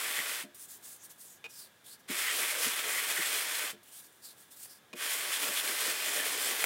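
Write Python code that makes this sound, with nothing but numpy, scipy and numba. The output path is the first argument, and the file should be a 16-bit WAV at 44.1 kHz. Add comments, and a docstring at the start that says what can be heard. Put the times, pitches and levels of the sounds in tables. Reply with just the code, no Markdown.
"""Indoors and close up, a dry hand circles through soil dust on a metal tray: the grains hiss, the sheet
rings and booms softly when bumped. At 0.5 s the hand pats a hardened mud ball and rubs dust over it in
faint strokes, coloured by the hollow of the palm, with one small clink. It sweeps the tray again from
2.1 s, rubs the ball from 3.8 s, and after two more clinks is back on the tray at 4.9 s. At the very
end a coarse grain snaps against the metal. Faint room air lies under it all."""
import sys
import numpy as np
from scipy import signal
from scipy.fft import rfft, irfft
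from scipy.io import wavfile
from numba import njit

SR = 44100
rng = np.random.default_rng(int(sys.argv[2]) if len(sys.argv) > 2 else 0)


def unload_audio(sound):
    """Save the sound as a 16-bit wav file, at the path given as the first command line argument."""
    columns = np.transpose(np.atleast_2d(sound))
    # keep every value between -1 and 1, then stretch to whole-number steps
    steps = np.round(np.clip(columns, -1, 1) * 32767)
    wavfile.write(sys.argv[1], SR, steps.astype(np.int16))


N = 293265
TIME = np.arange(N) / SR
FREQS = np.maximum(np.fft.rfftfreq(N, 1 / SR), 1)

# spells of circling on the tray:
# land_s, lift_s, attack_s, hiss_db, scrape_db, landing_weight_db, lifting_weight_db
TRAY_SPELLS = [(-.05, 0.425, .03, -37.5, -39, -53, -56), (2.075, 3.709, 0.04, -37, -38.5, -55.5, -54.5),
               (4.946, 6.7, 0.079, -37.5, -39, -54.5, -49)]
# pushes of the circling hand: fastest_s, length_s, speed_change_db, weight_change_db
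HAND_PUSHES = [(0.18, 0.058, 3, 2.5), (2.226, 0.16, 2.5, -1), (2.394, 0.19, 4, 9), (2.511, 0.065, 4, -4),
               (2.649, 0.16, 6, 6.5), (2.88, .09, 1.5, 7.5), (2.95, 0.16, 2.5, 3), (3.117, 0.11, 3.5, 7),
               (3.216, 0.15, 2.5, -1), (3.352, 0.18, 4, 4), (3.564, 0.077, 2, -1.5), (3.643, 0.035, 0, 6),
               (5.125, 0.077, 2.5, -2.5), (5.345, 0.072, 3.7, -6), (5.45, .11, 4.5, 6),
               (5.568, 0.098, 3.3, -2), (5.697, 0.13, 3, 5), (5.804, .11, 4.5, -1), (5.887, 0.12, 5, 5.5),
               (6.065, .1, 2.5, 2), (6.168, 0.11, 3, 6), (6.27, .1, 4, 3), (6.366, 0.12, 2, 3.5),
               (6.485, 0.18, 4.5, 2.5), (6.61, 0.14, 3.5, -1)]
# the gap under the fingers resonates: strongest_s, length_s, from_hz, to_hz, level_db
FINGER_GAP_SWELLS = [(0.187, 0.079, 1960, 1900, -36.5), (2.28, .1, 2100, 1950, -35.5),
                     (2.298, .07, 3130, 3100, -38.5), (2.501, 0.063, 2200, 2200, -37.5),
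                     (2.583, 0.16, 647, 408, -46), (2.969, .12, 2050, 1930, -37.5),
                     (3.206, .15, 1810, 2020, -38), (5.131, .08, 3140, 3200, -43),
                     (5.35, .075, 3280, 3280, -40), (5.586, .065, 3260, 3300, -38),
                     (5.704, 0.088, 416, 325, -48.5), (6.202, .17, 1700, 1840, -42)]
# tone of the fine dust: frequency_hz, level_db
HISS_EQ = [(1500, -35), (3000, -4), (4200, -3.5), (5200, -2), (6200, -4), (7400, -1.5), (9000, .5),
           (11000, -2.5), (13000, -3.5), (16000, -7.5)]
# tone of the coarser grains: frequency_hz, level_db
SCRAPE_EQ = [(200, -49), (600, -14), (950, -8), (1300, -4), (1700, -1.5), (2100, -1), (2750, -3.5),
             (3400, -4), (3900, -12), (5500, -20), (9000, -34)]
# tone of the palm dragging its weight: frequency_hz, level_db
WEIGHT_EQ = [(40, -57), (90, -35), (160, -15.5), (260, -6.5), (440, 3), (560, 1.5), (800, -5), (1200, -7.5),
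             (2500, -41.5)]
# bending modes of the tray: pitch_hz, free_t60_s, level_db
TRAY_MODES = [(214, 0.22, -11), (264, 0.13, -8), (282, 0.18, -0.5), (352, 0.26, -0.5), (439, 0.17, 3),
              (487, 0.23, -6), (602, 0.43, 2.5), (675.7, 0.32, -0.5), (790, .15, -13.5)]
# sharper resonances of the sheet: pitch_hz, width_hz, boost_db
TRAY_PEAKS = [(1142, 22, 5.5), (1540, 18, 4), (1813, 33, 5), (2024, 52, 4.5), (2255, 28, 5.5),
              (2482, 67, 5), (3103, 61, 4.5), (3475, 100, 3.5), (4180, 49, 6)]
# the hand lands on, bumps or lets go of the tray: start_s, peak_db, ring_time_share
TRAY_BUMPS = [(0.098, -51, 0.05), (.18, -45.5, 0.18), (.434, -43, .85), (2.092, -32.5, 0.57),
              (2.655, -39, 0.4), (3.182, -39.5, 0.12), (3.724, -45, 0.57), (4.932, -39.5, 0.44),
              (5.426, -41.5, 0.5), (5.483, -39, 0.2), (5.68, -46, 0.6), (5.876, -42, 0.34),
              (6.18, -44, 0.5), (6.513, -46, .4)]
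# strokes on the ball: fastest_s, rise_s, fall_s, level_db, palm_from_hz, palm_to_hz, palm_vs_friction_db
BALL_STROKES = [(.628, .086, 0.061, -46.5, 5566, 7000, -18), (.715, .04, 0.092, -46.5, 6300, 6360, -22),
                (.862, 0.045, 0.13, -45, 6900, 6700, -11), (1.025, 0.045, 0.046, -54, 6700, 6570, 5),
                (1.051, 0.027, .044, -49, 6500, 5200, -16), (1.108, 0.02, .046, -50, 7000, 7000, -14),
                (1.214, 0.039, 0.084, -49.5, 5200, 5200, -27), (1.3, 0.055, .1, -52.5, 7300, 6500, -3),
                (1.595, .108, 0.096, -46.5, 5600, 4270, -6), (1.87, 0.034, 0.053, -51, 3400, 3900, -7),
                (1.928, 0.056, 0.053, -49.8, 4120, 4700, -5), (2.003, .018, .028, -58, 5500, 5500, -6),
                (3.885, .056, .08, -55.5, 2800, 3100, -8), (3.938, .028, 0.054, -50.5, 3000, 3200, -11),
                (3.993, .045, 0.046, -47.5, 3500, 3900, -13), (4.045, 0.028, 0.059, -54, 4800, 4700, -14),
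                (4.252, .036, 0.096, -47.5, 4951, 3830, -4.5), (4.406, .044, 0.06, -56, 3800, 4300, -19),
                (4.522, 0.023, 0.062, -51, 3700, 3600, -12), (4.635, 0.078, 0.058, -45.5, 4800, 4800, -17),
                (4.708, 0.042, 0.093, -51.5, 5100, 4900, -5)]
# tone of skin on powder: frequency_hz, level_db
SKIN_EQ = [(300, -25), (1200, -15.5), (2400, -13.5), (4000, -9), (6500, -6), (8000, -1.5), (9700, 0.5),
           (12000, -5), (14000, -1), (16000, -7)]
# the cupped palm's resonance and its two overtones: level_db
PALM_PARTIALS_DB = [-1, -17, -18]
# dusty pats of the free hand on the ball: start_s, level_db
BALL_PATS = [(.546, -52), (3.831, -59)]
# the ball turns in the holding hand: fastest_s, rise_s, fall_s, level_db
BALL_TURNS = [(.75, .205, .68, -64), (1.65, .17, .42, -72), (4.25, 0.39, .56, -64)]
# small hard contacts that chatter: start_s, length_s, peak_db, click_vs_ring_db
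CLINKS = [(1.4423, .025, -35, -6), (4.657, .002, -45, 14), (4.9306, .007, -35, 3)]
# ring of one such contact: pitch_hz, t60_s, level_db
CLINK_MODES = [(2480, 0.032, -4.5), (2540, .02, -26), (2790, 0.049, -14), (3570, 0.0264, -17),
               (490, 0.038, -19.5)]
# tone of the room air: frequency_hz, level_db
ROOM_EQ = [(25, -30), (55, -16), (90, -2), (200, 0.5), (450, -1), (1000, -3), (1900, -4), (2600, -8),
           (3400, -5.5), (4500, -12), (8000, -13.5), (16000, -17)]
# soft resonant bands in the room air: pitch_hz, width_hz, boost_db
ROOM_PEAKS = [(1664, 100, 8.5), (3550, 170, 4.5)]


def tray_sweeps():
    """Fine dust hisses, coarser grains scrape the sheet, and the palm's weight drives its low modes."""
    hiss = colour(slips(per_s=22000, spread_db=0.1), HISS_EQ, TRAY_PEAKS)
    hiss = finger_bands(hiss, [4900, 7400, 10500, 14000], depth_db=1.06, width_share=0.2)
    scrape = colour(slips(per_s=11000, spread_db=0.3), SCRAPE_EQ, TRAY_PEAKS)
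    scrape = finger_bands(scrape, [1300, 2200, 3200], depth_db=1.06, width_share=0.18)
    drag = colour(slips(per_s=2700, spread_db=2.0), WEIGHT_EQ)
    drive = colour(slips(per_s=3000, spread_db=2.5), WEIGHT_EQ)
    sheet = signal.fftconvolve(drive, ring(TRAY_MODES, time_share=0.8))[:N]
    body = unit(unit(drag) + 0.73 * unit(sheet))
    judder = undb(0.67 * wander(45) + 0.5 * wander(260))  # skin catches and lets go
    hiss_gain, scrape_gain, weight_gain = circling_hand()
    out = hiss * hiss_gain + scrape * scrape_gain + body * weight_gain
    for strongest, length, from_hz, to_hz, db in FINGER_GAP_SWELLS:
        span, pace = stroke(strongest, length / 2, length / 2)
        out[span] += undb(db) * arch(pace) * air_pocket(len(span), from_hz, to_hz, width_share=0.24)
    return judder * out


def circling_hand(ease_s=0.053, ease_db=-4, release_s=0.014):
    """Envelopes of hiss, scrape and weight: the hand lands, circles with the odd push, and lifts."""
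    speed_db, lean_db = np.zeros((2, N))
    for fastest, length, faster_db, heavier_db in HAND_PUSHES:
        span, pace = stroke(fastest, length / 2, length / 2)
        speed_db[span] += faster_db * arch(pace)
        lean_db[span] += heavier_db * arch(pace)
    hiss, scrape, weight = np.zeros((3, N))
    for lands, lifts, attack, hiss_db, scrape_db, landing_db, lifting_db in TRAY_SPELLS:
        contact = np.clip((TIME - lands) / attack, 0, 1) ** 1.14
        contact *= undb(np.interp(TIME, [lifts - ease_s, lifts], [0, ease_db]))  # slows before lifting
        contact *= np.exp(-np.maximum(TIME - lifts, 0) / release_s)
        hiss += contact * undb(hiss_db + speed_db)
        scrape += contact * undb(scrape_db + 0.53 * speed_db)  # coarse grains gain less from speed
        weight += contact * undb(np.interp(TIME, [lands, lifts], [landing_db, lifting_db]) + lean_db)
    return hiss, scrape, weight


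def tray_bumps(contact_s=0.011):
    """Soft flesh pushes slowly and wakes only the low modes; the resting hand damps them."""
    out = np.zeros(N)
    flesh = signal.butter(3, 340, fs=SR, output="sos")
    attack = np.minimum(TIME[:SR // 8] / contact_s, 1)
    for start, peak_db, time_share in TRAY_BUMPS:
        push = signal.sosfilt(flesh, burst(contact_s) * attack)
        add(out, start, signal.fftconvolve(push, ring(TRAY_MODES, time_share)), peak_db)
    return out


def grain_snap():
    """A coarse grain cracks against the tray, short and bright."""
    out = np.zeros(N)
    snap = burst(decay_s=0.0015)
    metal = ring([(590, 0.0061, -3), (1340, 0.0062, -1), (2100, 0.0062, -2)])
    sheet = signal.fftconvolve(snap, metal)[:len(snap)]
    add(out, start_s=6.6412, sound=unit(snap) + 1.1 * unit(sheet), peak_db=-8)
    return out


def ball_rubs(touch_s=0.011, leave_s=0.035, slow_db=-10.5, pat_decay_s=0.012):
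    """Skin slides on powder as the ball is stroked, patted and turned; the palm colours each stroke."""
    friction = colour(slips(per_s=30000, spread_db=0.5), SKIN_EQ)
    friction = finger_bands(friction, [6500, 8600, 10600, 14000], depth_db=2.0, width_share=0.16)
    out = np.zeros(N)
    for fastest, rise, fall, db, from_hz, to_hz, palm_db in BALL_STROKES:
        span, pace = stroke(fastest, rise, fall)
        t = TIME[span] - fastest
        palm = sum(undb(partial_db) * air_pocket(len(span), k * from_hz, k * to_hz, width_share=0.27)
                   for k, partial_db in enumerate(PALM_PARTIALS_DB, start=1))
        contact = np.clip(np.minimum((rise + t) / touch_s, (fall - t) / leave_s), 0, 1)
        effort = undb(slow_db * (1 - pace))  # quieter at the slow ends of the stroke
        out[span] += undb(db) * contact * effort * unit(friction[span] + undb(palm_db) * palm)
    for start, db in BALL_PATS:
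        pat = (TIME > start) * np.exp(-np.abs(TIME - start) / pat_decay_s)
        out += undb(db) * pat * friction
    turning = unit(colour(slips(per_s=6000, spread_db=4.0), SKIN_EQ))
    for fastest, rise, fall, db in BALL_TURNS:
        span, pace = stroke(fastest, rise, fall)
        out[span] += undb(db) * np.sqrt(arch(pace)) * turning[span]
    flutter = undb(1.03 * wander(120))
    return out * flutter


def clinks(gap_s=0.0044, jitter_share=0.02, scatter_db=1.5):
    """A hard contact, as of a fingernail, chatters; every touch is a dry click and a brief ring."""
    out = np.zeros(N)
    tone = ring(CLINK_MODES)[:SR // 8]
    soften = signal.butter(1, [350, 2200], "bandpass", fs=SR, output="sos")
    for start, length, peak_db, click_db in CLINKS:
        for delay in np.arange(0, length, gap_s):
            late, strength = rng.standard_normal(2)
            click = undb(click_db) * signal.sosfilt(soften, burst(decay_s=0.005))
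            onset = start + delay + jitter_share * gap_s * late
            add(out, onset, tone + click, peak_db + scatter_db * strength)
    return out


def room_reverb(dry, t60_s=0.37, predelay_s=0.006, send_db=-18.5):
    """A furnished room returns a short, dull tail."""
    t = TIME[:SR // 2]
    tail = rng.standard_normal(len(t)) * np.exp(-np.log(1000) * t / t60_s) * (t > predelay_s)
    wet = signal.fftconvolve(dry, tail / np.linalg.norm(tail))[:N]
    return undb(send_db) * signal.sosfilt(signal.butter(2, 4500, fs=SR, output="sos"), wet)


def room_tone(level_db=-62.5):
    """A faint, nearly steady bed of air with two soft resonant bands."""
    air = unit(colour(rng.standard_normal(N), ROOM_EQ, ROOM_PEAKS))
    return undb(level_db + 0.5 * wander(8.4)) * air


def slips(per_s, spread_db):
    """Tiny random slips of dust grains, uneven in size."""
    hits = rng.random(N) < per_s / SR
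    return unit(hits * rng.standard_normal(N) * undb(spread_db * rng.standard_normal(N)))


def finger_bands(x, centres_hz, depth_db, width_share):
    """As the fingers change their angle, bands of the friction swell, fade and drift independently."""
    for hz in centres_hz:
        gain = undb(depth_db * wander(16))
        drifting_hz = hz * np.exp(0.07 * wander(7))
        x = x + (gain - 1) * bandpass(x, drifting_hz, width_share)
    return unit(x)


def air_pocket(samples, from_hz, to_hz, width_share):
    """Friction noise rings in a pocket of air whose pitch glides."""
    hz = np.geomspace(from_hz, to_hz, samples)
    band = bandpass(rng.standard_normal(samples), hz, width_share)
    return unit(bandpass(band, hz, width_share))


def ring(modes, time_share=1):
    """Modes (pitch_hz, t60_s, level_db) ring for a share of their free decay time."""
    t = TIME[:SR // 2]
    motion = sum(undb(db) * np.cos(2 * np.pi * hz * t) * np.exp(-np.log(1000) * t / (t60 * time_share))
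                 for hz, t60, db in modes)
    radiation = signal.butter(2, 175, "highpass", fs=SR, output="sos")  # slow motion hardly radiates
    return signal.sosfilt(radiation, motion)


def burst(decay_s):
    """A short, rough contact: noise that dies away."""
    t = TIME[:SR // 8]
    return rng.standard_normal(len(t)) * np.exp(-t / decay_s)


def stroke(fastest_s, rise_s, fall_s):
    """Sample indices and pace, 0-1, of one gesture that speeds up steadily and slows again."""
    start, end = fastest_s - rise_s, fastest_s + fall_s
    span = np.arange(int(start * SR), min(int(end * SR), N))
    return span, np.interp(TIME[span], [start, fastest_s, end], [0, 1, 0])


def arch(pace):
    """Round off a rise and fall."""
    return np.sin(np.pi / 2 * pace)


def wander(turns_per_s):
    """Smooth random modulation with a spread near 1."""
    values = rng.standard_normal(N // 20)
    return 1.2 * np.interp(TIME * turns_per_s, np.arange(len(values)), values)


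def colour(x, curve, peaks=()):
    """EQ with a smooth curve and narrow resonant peaks on top."""
    hz, db = np.transpose(curve)
    gain_db = np.interp(np.log(FREQS), np.log(hz), db)
    for centre, width, boost in peaks:
        gain_db += boost / (1 + (2 * (FREQS - centre) / width) ** 2)
    return irfft(rfft(x) * undb(gain_db), N)


@njit
def bandpass(x, hz, width_share):
    """Sweepable state-variable band-pass; width_share is width over centre."""
    out, band_state, low_state = np.empty(len(x)), 0., 0.
    for i in range(len(x)):
        g = np.tan(np.pi * min(hz[i] / SR, 0.45))
        band = (band_state + g * (x[i] - low_state)) / (1 + g * (g + width_share))
        band_state = 2 * band - band_state
        low_state += 2 * g * band
        out[i] = width_share * band
    return out


def add(out, start_s, sound, peak_db):
    """Drop a sound into the mix at the given peak level."""
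    start = min(int(start_s * SR), N - 1)
    part = sound[:N - start]
    out[start:start + len(part)] += undb(peak_db) * part / np.abs(sound).max()


def undb(db):
    """Decibels to gain."""
    return 10 ** (np.asarray(db) / 20)


def unit(x):
    """Scale to rms 1."""
    return x / np.sqrt(np.mean(x ** 2))


def scene():
    """Hands, reverb and room tone, all dead centre."""
    hands = tray_sweeps() + tray_bumps() + grain_snap() + ball_rubs() + clinks()
    return np.tile(hands + room_reverb(hands) + room_tone(), (2, 1))


def record(dry):
    """The phone thins the deep bass and cuts the top steeply."""
    low_cut = signal.butter(3, 62, "highpass", fs=SR, output="sos")
    high_cut = signal.ellip(12, 0.1, 80, 15850, fs=SR, output="sos")
    return signal.sosfilt(high_cut, signal.sosfilt(low_cut, dry))


dry = scene()
out = record(dry)
unload_audio(out)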